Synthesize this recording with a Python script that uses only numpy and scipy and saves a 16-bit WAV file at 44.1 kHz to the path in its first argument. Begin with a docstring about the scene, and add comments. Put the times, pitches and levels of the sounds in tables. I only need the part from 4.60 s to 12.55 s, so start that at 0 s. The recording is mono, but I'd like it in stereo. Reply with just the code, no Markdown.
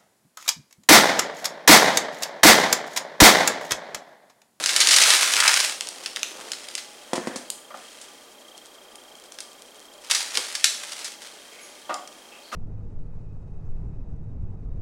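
"""A raw chicken is turned on butcher paper close to the microphones in a small kitchen: buckling creases crackle and snap.
A big plastic bottle of seasoning bumps the counter, its damped modes ringing; tilts and soft strokes make the powder hiss.
Then a wing is lifted and the paper crackles again; hands rub wet skin, and fingers squeak on the plastic.
Something hollow clunks, a blow through a body's resonances.
Behind it all, coloured noise and hum lines make a fan, and a pulsed sine a faint electronic whine."""
import sys
import numpy as np
from scipy import signal
from scipy.fft import rfft, irfft
from scipy.io import wavfile
from scipy.ndimage import uniform_filter1d, minimum_filter1d

SR = 44100
rng = np.random.default_rng(int(sys.argv[2]) if len(sys.argv) > 2 else 0)


def master(y):
    """Save y as 16-bit WAV."""
    cut = np.clip(np.atleast_2d(y).T, -1, 1)
    pcm = np.round(cut * 32767)  # scale
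    wavfile.write(sys.argv[1], SR, pcm.astype(np.int16))


N = 350581
TIME = np.arange(N) / SR  # [s]

# colour of the buckling paper: (frequency [Hz], relative density [dB per Hz])
PAPER_COLOUR = [(100, -42), (300, -21.5), (700, -6.5), (1100, -5), (1650, 0), (2600, -0.4), (5000, -0.16),
                (7000, -3), (9400, -4), (12000, -16.5), (16000, -26)]
# colour of the seasoning powder: (frequency [Hz], relative density [dB per Hz])
POWDER_COLOUR = [(400, -29), (1500, 3.5), (4300, 3.5), (9500, 0.5), (12000, -13), (16000, -30)]
# how hard the wrist strokes throw powder at the lid: (time [s], relative level [dB])
SHAKE_FORCE = [(3.6, -47), (4.0, -37.5), (4.3, -44.5), (4.8, -37.5), (5.1, -42.5), (5.45, -38.5)]


def paper(full_db=-18, clump_db=3.0, clump_s=.005, lowest_hz=180):
    """Loud snaps over a fine crackle that thickens as the sheet bends harder, and the duller rasp of the sheet sliding."""
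    # the loudest creases snapping through: (time [s], level over 10 ms [dB], pitch [Hz], length [s])
    loud_creases = [(0.0389, -22, 5750, 0.0015), (0.0603, -16, 5670, 0.0011), (0.0914, -19, 3400, 0.0054),
                    (0.1627, -15, 5200, 0.003), (0.2044, -15.5, 6000, 0.0029), (.2105, -12, 3570, 0.013),
                    (0.2719, -15, 6500, 0.0014), (.2876, -14.5, 4200, 0.0048), (.3091, -11.5, 4940, .014),
                    (0.3391, -12.5, 4870, 0.005), (0.3632, -14.5, 6800, 0.002), (.3697, -17.5, 4800, .002),
                    (.385, -15, 5200, 0.0022), (.421, -14, 4900, 0.0063), (0.4365, -16, 4500, .002),
                    (.504, -14.5, 5200, 0.0036), (0.7375, -18.5, 3580, 0.0011),
                    (0.7665, -20, 4040, 0.00063), (0.8018, -14, 3570, 0.0033), (.8584, -21, 1890, 0.0045),
                    (0.8785, -11, 4900, 0.0025), (0.941, -16.5, 3450, 0.00084),
                    (.9635, -22.5, 5200, 0.00045), (.9931, -32, 5400, 0.00096),
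                    (1.0024, -19.5, 5300, 0.00073), (1.2089, -25.5, 4500, 0.00056),
                    (1.2715, -34, 3930, 0.00089), (1.288, -31.5, 9000, 0.0011),
                    (1.4605, -26.5, 3500, 0.0014), (1.5612, -27, 4600, 0.0012),
                    (1.5698, -30.5, 2700, .0012), (1.6314, -22, 2750, 0.00075),
                    (1.9184, -26.5, 5900, 0.0013), (1.9336, -32, 3000, 0.001), (2.0862, -36, 5760, 0.001),
                    (2.1522, -26, 6000, 0.0008), (2.1788, -30, 4700, 0.0056), (4.7872, -36.5, 4000, 0.0011),
                    (4.8044, -33.5, 6100, 0.002), (5.5114, -17.5, 4300, 0.0032), (5.5475, -18, 5130, 0.011),
                    (5.7532, -25.5, 4200, 0.004), (5.7726, -18.5, 4400, 0.0014),
                    (5.9518, -23.5, 4800, 0.004), (6.0428, -10.5, 5800, 0.0019), (6.054, -20, 6000, 0.009),
                    (6.3207, -33.5, 4830, .002), (6.4444, -28.5, 5840, 0.016)]
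    # how hard the sheet bends while the bird is turned: (time [s], crackle level [dB])
    turning = [(0, -30.5), (.18, -27), (.29, -22.5), (.48, -16), (.58, -20.5), (.75, -25), (.85, -23.5),
               (1.03, -23), (1.19, -43.5)]
    # hands push and pull at the bird and the sheet flexes: (start [s], length [s], crackle level [dB])
    flexes = [(1.2, 0.99, -44.5), (5.435, 0.072, -44.5), (5.496, 0.027, -27.5), (5.56, 0.9, -41),
              (5.738, 0.01, -34), (6.29, 0.041, -48.5), (6.605, 0.049, -45.5)]
    # the weight of the bird dragging the sheet over the counter: (time [s], level [dB])
    dragging = [(0, -51), (.48, -35.5), (.72, -33.5), (.88, -20.5), (1.15, -67)]
    # colour of the sliding sheet: (frequency [Hz], relative density [dB per Hz])
    sheet_colour = [(80, -29), (250, -20.5), (800, -0.5), (1600, 7.5), (2600, 4), (6000, -22)]

    bending = gain_curve(turning) + gestures(flexes, attack_s=0.0043, release_db_per_s=120)
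    per_s = 14000 * (bending / from_db(full_db)) ** .8
    # one buckle sets off its neighbours, so the grains come in clumps
    clumps = from_db(clump_db * slow_noise(clump_s))
    crackle_grains = grains(per_s=per_s, spread_db=1.5, spectrum=PAPER_COLOUR, even_s=0.15)
    crackle = bending * rms_one(clumps) * crackle_grains
    lesser = bending * small_snaps()
    drag = gain_curve(dragging) * grains(per_s=2500, spread_db=6.5, spectrum=sheet_colour, even_s=0.056)
    loud = snaps(loud_creases, PAPER_COLOUR, focus=1.17, width_share=0.99)
    return high_pass(loud + crackle + lesser + drag, lowest_hz)


def small_snaps(per_s=25, level_db=-8, length_s=0.0023, spread_db=3):
    """Lesser creases give way at random, each in a short dying run of buckles; level is against the crackle's bending."""
    starts = (rng.random(N) < per_s / SR) * from_db(spread_db * rng.standard_normal(N))
    runs = signal.lfilter([1], [1, -np.exp(-1 / (length_s * SR))], starts + 1e-18)
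    return from_db(level_db) * rms_one(coloured(runs * rng.standard_normal(N), PAPER_COLOUR))


def snaps(rows, spectrum, focus, width_share, low_share=0.23, crack_s=0.00023, size=2048):
    """Each snap is a crack and a dying run of tiny buckles that ring a patch of the sheet around its own pitch."""
    out, t = np.zeros(N), np.arange(size) / SR
    for (s, db, hz, length), buckles in zip(rows, rng.standard_normal((len(rows), size))):
        decay_s = 1.27 * max(length, 2e-4)
        run = unit_energy(buckles * np.exp(-(t / decay_s) ** 0.76))
        # the crack stands out only in a short snap
        force = run + signal.unit_impulse(size) * min(crack_s / max(length, 2e-4), 1)
        # a small patch radiates little below its pitch
        radiated = high_pass(force, low_share * hz)
        focused = radiated + focus * resonance(radiated, hz, width_share * hz)
        patch = unit_energy(coloured(focused, spectrum))
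        add(out, s, from_db(db) * np.sqrt(SR / 100) * patch)  # level over 10 ms
    return out


def bottle(lowest_hz=205, size=8192):
    """Bumps and scraping ring the damped modes of the filled bottle; its wall and lid click under the fingers."""
    # the bottle rocking on the counter: (time [s], blow level before softening [dB], brightness [Hz])
    bumps = [(2.533, -9, 2190), (2.5798, -10, 560), (2.6725, -9.5, 330), (2.761, -18.5, 900)]
    # modes of the filled bottle: (frequency [Hz], relative level [dB], 60 dB decay time [s])
    modes = [(261, -11.5, 0.038), (364, -15, 0.049), (522, -9, 0.026), (720, -12.5, 0.026),
             (990, -2.5, 0.0077), (1270, -7.5, 0.0042), (1850, -5, 0.0055)]
    # its base scraping between the bumps: (centre [s], level [dB], bell width [s])
    scrapes = [(2.56, -34, 0.015), (2.68, -44, 0.11)]
    # seasoning rattling in the rocking bottle: (centre [s], level [dB], bell width [s])
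    rattling = [(2.68, -44.5, 0.092)]
    # plastic clicks and stray granules: (time [s], relative level over 10 ms [dB], pitch [Hz], length [s])
    click_rows = [(2.5328, -28, 1240, 0.004), (2.5551, -31, 3700, 0.01), (2.6715, -35, 1980, 0.0062),
                  (2.7594, -32, 5170, 0.008), (2.9021, -28, 8000, 0.00063), (3.4136, -41.5, 7100, 0.0082),
                  (4.3562, -45.5, 7640, 0.0011), (4.7215, -43.5, 6500, 0.00087),
                  (7.3421, -33.5, 5030, 0.0013), (7.4751, -43.5, 4500, 0.0016)]
    # colour of the plastic: (frequency [Hz], relative density [dB per Hz])
    plastic_colour = [(150, -14), (600, 10.5), (2000, 4), (9300, 7.5), (12000, -9.5), (16000, -15)]

    force, t = np.zeros(N), np.arange(size) / SR
    for s, db, bright_hz in bumps:
        add(force, s, from_db(db) * low_pass(signal.unit_impulse(size), bright_hz))
    hz, mode_db, t60 = np.transpose(modes)[:, :, None]
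    ring = np.sum(from_db(mode_db - 60 * t / t60) * np.sin(2 * np.pi * hz * t), axis=0)
    rubbing = grains(per_s=1700, spread_db=2.0, spectrum=plastic_colour, even_s=0.062)
    scraping = swells(scrapes) * rms_one(signal.oaconvolve(rubbing, ring)[:N])
    body = signal.oaconvolve(force, ring)[:N] + scraping
    loose = grains(per_s=700, spread_db=1.5, spectrum=plastic_colour, even_s=0.05)
    rattle = swells(rattling) * rms_one(resonance(loose, hz=1740, width_hz=220))
    clicks = from_db(1.5) * snaps(click_rows, plastic_colour, focus=2.2, width_share=1.0)
    return high_pass(body, lowest_hz, order=3) + rattle + clicks + squeaks()


def squeaks(width_hz=420):
    """The skin sticks and slips on the bottle wall, each time in a narrow band of its own."""
    # fingers rubbing on the plastic: (start [s], length [s], level [dB], pitch [Hz])
    rubs = [(6.914, 0.1, -53, 2210), (7.008, 0.02, -50, 10600), (7.013, 0.036, -54, 6600),
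            (7.715, .03, -50.5, 2580), (7.827, 0.1, -54, 4300)]
    out = np.zeros(N)
    for s, length, db, hz in rubs:
        gain = gestures([(s, length, db)], attack_s=.006, release_db_per_s=160)
        band = resonance(rng.standard_normal(N), hz, width_hz)
        out += gain * rms_one(resonance(band, hz, 2 * width_hz))
    return out


def seasoning(stroke_s=0.011, thrown_above_hz=3500):
    """Powder hisses brightly once per quick stroke of the wrist, and steadily while it slides along the wall."""
    # the bottle is tilted and powder slides: (start [s], length [s], relative level [dB])
    tilts = [(2.28, 0.54, -39.5), (3.14, 0.31, -39), (6.65, 0.55, -39.5), (7.5, 0.52, -45.5)]
    powder = from_db(-11.5) * grains(per_s=7000, spread_db=5.0, spectrum=POWDER_COLOUR, even_s=0.076)
    strokes = gain_curve(SHAKE_FORCE) * pulse_train(hz=11.77, peak_s=3.722, width_s=stroke_s)
    sliding = gestures(tilts, attack_s=0.017, release_db_per_s=46)
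    return strokes * high_pass(powder, thrown_above_hz) + sliding * powder


def granules(lowest_hz=4000):
    """Now and then a coarse grain drops from the shaken bottle and ticks on the paper."""
    ticks = high_pass(grains(per_s=15, spread_db=3.0, spectrum=POWDER_COLOUR, even_s=1.0), lowest_hz)
    return from_db(-17.5) * gain_curve(SHAKE_FORCE) * ticks


def hands():
    """Soft, dull friction of hands patting and rubbing the wet skin."""
    # pats and rubs: (centre [s], level [dB], bell width [s])
    touches = [(0.0, -36, 0.01), (0.3, -44, 0.27), (1.08, -60.5, 0.043), (1.42, -51.5, 0.59),
               (1.81, -48, 0.054), (5.785, -38.5, 0.019)]
    # colour of the skin: (frequency [Hz], relative density [dB per Hz])
    skin_colour = [(30, -36), (180, -14), (370, 0.5), (650, -0.5), (1500, -8), (5000, -100)]
    return swells(touches) * grains(per_s=2000, spread_db=5.0, spectrum=skin_colour, even_s=0.075)


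def clunks(size=16384):
    """A short scuffing blow into the resonances of a hollow body."""
    # blows on a hollow body: (time [s], relative level over 10 ms [dB], length [s], brightness [Hz])
    blows = [(3.102, -45, 0.0097, 1400), (3.14, -41, 0.0051, 700), (7.291, -28, 0.016, 890),
             (7.914, -28.5, 0.058, 9050)]
    # resonances of the hollow body: (frequency [Hz], width [Hz], relative level [dB])
    hollow_modes = [(239, 42, -5.5), (590, 110, 0.5), (740, 62, 8), (860, 210, 1), (1198, 63, 12.5),
                    (1480, 140, 3), (1880, 340, -0.5), (2350, 1200, -5), (4130, 6800, -12.5)]
    out, t = np.zeros(N), np.arange(size) / SR
    for (s, db, length, bright_hz), contact in zip(blows, rng.standard_normal((len(blows), size))):
        blow = low_pass(contact * t * np.exp(-2 * t / length), bright_hz)
        # neighbouring resonances have opposite signs
        body = sum((-1) ** k * from_db(mode_db) * resonance(blow, hz, width_hz)
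                   for k, (hz, width_hz, mode_db) in enumerate(hollow_modes))
        add(out, s, from_db(db) * np.sqrt(SR / 100) * unit_energy(body))  # level over 10 ms
    return out


def kitchen(x, count=4):
    """The sound moves from spot to spot on the counter; each spot has echoes of its own, and all feed the standing waves."""
    # low resonances of the kitchen: (frequency [Hz], width [Hz], level [dB])
    standing_waves = [(356, 9.5, 3), (510, 9.1, -3)]
    spot = (TIME * 10).astype(int) % count  # ten moves a second
    shares = [np.sqrt(np.abs(uniform_filter1d(1. * (spot == k), size=1024))) for k in range(count)]
    room = sum(from_db(db) * resonance(x, hz, width_hz) for hz, width_hz, db in standing_waves)
    for share in shares:
        room = room + signal.oaconvolve((x * share)[None], echoes(), axes=1)[:, :N]
    return room


def echoes(build_s=0.00097, size=24576):
    """Stereo response of the kitchen to one spot: dense echoes that build up quickly and die band by band."""
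    # how long the kitchen rings: (frequency [Hz], 60 dB decay time [s])
    decay_times = [(100, 0.28), (300, 0.63), (1000, 0.42), (3000, 0.43), (7000, 0.49), (14000, 0.48)]
    t, hz = np.arange(size) / SR, np.fft.rfftfreq(size, 1 / SR)
    white, tail = rfft(rng.standard_normal((2, size))), 0
    centres = [centre for centre, t60 in decay_times]
    for (centre, t60), alone in zip(decay_times, np.eye(len(decay_times))):
        band = irfft(white * at_hz(list(zip(centres, alone)), hz))
        tail = tail + band * from_db(-60 * t / t60)
    mid, side = tail * (1 - np.exp(-(t / build_s) ** 2))
    return diffuse(unit_energy(mid), unit_energy(side))


def background(fan_db=-50.5, whine_hz=3202, whine_db=-49, pulse_s=0.0031, waver_db=1.4, waver_s=0.1):
    """Fan noise with its hum lines, and a faint electronic whine in quick pulses of slightly wavering level."""
    # colour of the fan: (frequency [Hz], relative density [dB per Hz])
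    fan_colour = [(30, -7), (105, -22), (225, -2), (560, 3), (1000, -3.5), (1900, -7.5), (3700, -9.5),
                  (9000, -14), (16000, -21.5)]
    # hum lines of the fan: (frequency [Hz], level [dB])
    hum_lines = [(592.2, -63.5), (829, -64), (1184, -65.5)]
    air = diffuse(*[rms_one(coloured(white, fan_colour)) for white in rng.standard_normal((2, N))])
    hum = sum(from_db(db) * rms_one(resonance(rng.standard_normal(N), hz, width_hz=2.8)) for hz, db in hum_lines)
    waver = from_db(waver_db * slow_noise(waver_s))
    pulses = pulse_train(hz=29.975, peak_s=.0163, width_s=pulse_s)
    whine = np.sqrt(2) * waver * pulses * np.sin(2 * np.pi * whine_hz * TIME)
    return from_db(fan_db) * air + hum + from_db(whine_db) * whine


def diffuse(mid, side):
    """Sound from all around reaches the two close microphone ports nearly alike."""
    # stereo width of diffuse sound: (frequency [Hz], side filter gain [dB])
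    side_gain = [(150, -27.5), (600, -8), (2000, -5), (8500, -7), (12000, -20)]
    side = coloured(side, side_gain)
    return np.array([mid + side, mid - side])


def grains(per_s, spread_db, spectrum, even_s):
    """Random clicks, many small and few large, coloured and held near unit power."""
    sizes = from_db(spread_db * np.minimum(rng.exponential(1, N), 4.5)) * rng.choice([-1, 1], N)
    x = coloured(sizes * (rng.random(N) < per_s / SR), spectrum)
    power = uniform_filter1d(x * x, int(even_s * SR) + 1)
    return x / np.sqrt(np.maximum(power, 1e-9))


def slow_noise(smooth_s):
    """Random drift of unit power: white noise averaged over a short time."""
    return rms_one(uniform_filter1d(rng.standard_normal(N), int(smooth_s * SR) + 1))


def pulse_train(hz, peak_s, width_s):
    """Regular bell-shaped pulses of height one."""
    from_peak = ((TIME - peak_s) * hz + .5) % 1 - .5
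    return np.exp(-.5 * (from_peak / hz / width_s) ** 2)


def gestures(rows, attack_s, release_db_per_s):
    """Gain in time from (start, length, dB) rows: each swells, holds for its length and dies away."""
    gain = np.zeros(N)
    for s, length, db in rows:
        attack = np.clip((TIME - s) / attack_s, 0, 1)
        gain += attack * from_db(db - release_db_per_s * np.clip(TIME - s - length, 0, 2))
    return gain


def gain_curve(rows):
    """Gain in time from (s, dB) rows, silent outside them."""
    s, db = np.transpose(rows)
    return from_db(np.interp(TIME, s, db, left=-150, right=-150))


def swells(rows):
    """Gain in time from bell-shaped (centre, dB, width) swells."""
    return sum(from_db(db) * np.exp(-.5 * np.minimum(((TIME - s) / width) ** 2, 100)) for s, db, width in rows)


def coloured(x, spectrum, size=4096):
    """Causal (minimum-phase) filter with the given spectrum."""
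    cepstrum = irfft(np.log(from_db(at_hz(spectrum, np.fft.rfftfreq(size, 1 / SR)))))
    cepstrum[1:size // 2] *= 2
    cepstrum[size // 2 + 1:] = 0
    return signal.oaconvolve(x, irfft(np.exp(rfft(cepstrum))))[:len(x)]


def at_hz(points, hz):
    """Read a table on a log-frequency axis."""
    known_hz, values = np.transpose(points)
    return np.interp(np.log(np.maximum(hz, 1)), np.log(known_hz), values)


def resonance(x, hz, width_hz):
    """Two-pole band-pass with gain one on top."""
    r = np.exp(-np.pi * width_hz / SR)
    feedback = [1, -2 * r * np.cos(2 * np.pi * hz / SR), r * r]
    return signal.lfilter(np.array([1, 0, -1]) * (1 - r * r) / 2, feedback, x)


def low_pass(x, hz, order=1):
    """A soft contact takes the treble away."""
    return signal.sosfilt(signal.butter(order, min(hz, .45 * SR), fs=SR, output="sos"), x)


def high_pass(x, hz, order=2):
    """Small or thin bodies radiate no deep bass."""
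    return signal.sosfilt(signal.butter(order, hz, "high", fs=SR, output="sos"), x)


def from_db(db):
    """Decibels to gain."""
    return 10 ** (np.asarray(db) / 20)


def rms_one(x):
    """Scale to unit power."""
    return x / np.sqrt(np.mean(x ** 2) + 1e-20)


def unit_energy(x):
    """Scale so that the squares sum to one."""
    return x / np.sqrt(np.sum(x ** 2) + 1e-20)


def add(track, s, sound):
    """Mix a sound into the track from time s on."""
    start = max(round(s * SR), 0)
    track[start:start + len(sound)] += sound[:max(N - start, 0)]


def scene():
    """Paper, bottle and hands reach the microphones mostly direct, the hollow clunks with more of the room."""
    sheet = paper()
    near = bottle() + hands() + seasoning() + granules()
    hollow = clunks()
    direct = sheet + near + from_db(5) * hollow
    room = kitchen(from_db(-5.5) * sheet + from_db(-6.0) * near + from_db(5.5) * hollow)
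    balance = from_db([[.2], [-.2]])  # a touch louder on the left
    return (direct + room) * balance + background()


def record(dry, low_cut_hz=38, cutoff_hz=16000, size=15):
    """A very fast limiter holds down the sharpest peaks; the deepest bass and the top are cut."""
    room_left = 1 / np.maximum(np.abs(dry).max(axis=0), 1)
    limited = dry * uniform_filter1d(minimum_filter1d(room_left, size), size)
    top_cut = signal.ellip(10, .1, 80, cutoff_hz, fs=SR, output="sos")
    return signal.sosfilt(top_cut, high_pass(limited, low_cut_hz))


dry = scene()
out = record(dry)
master(out)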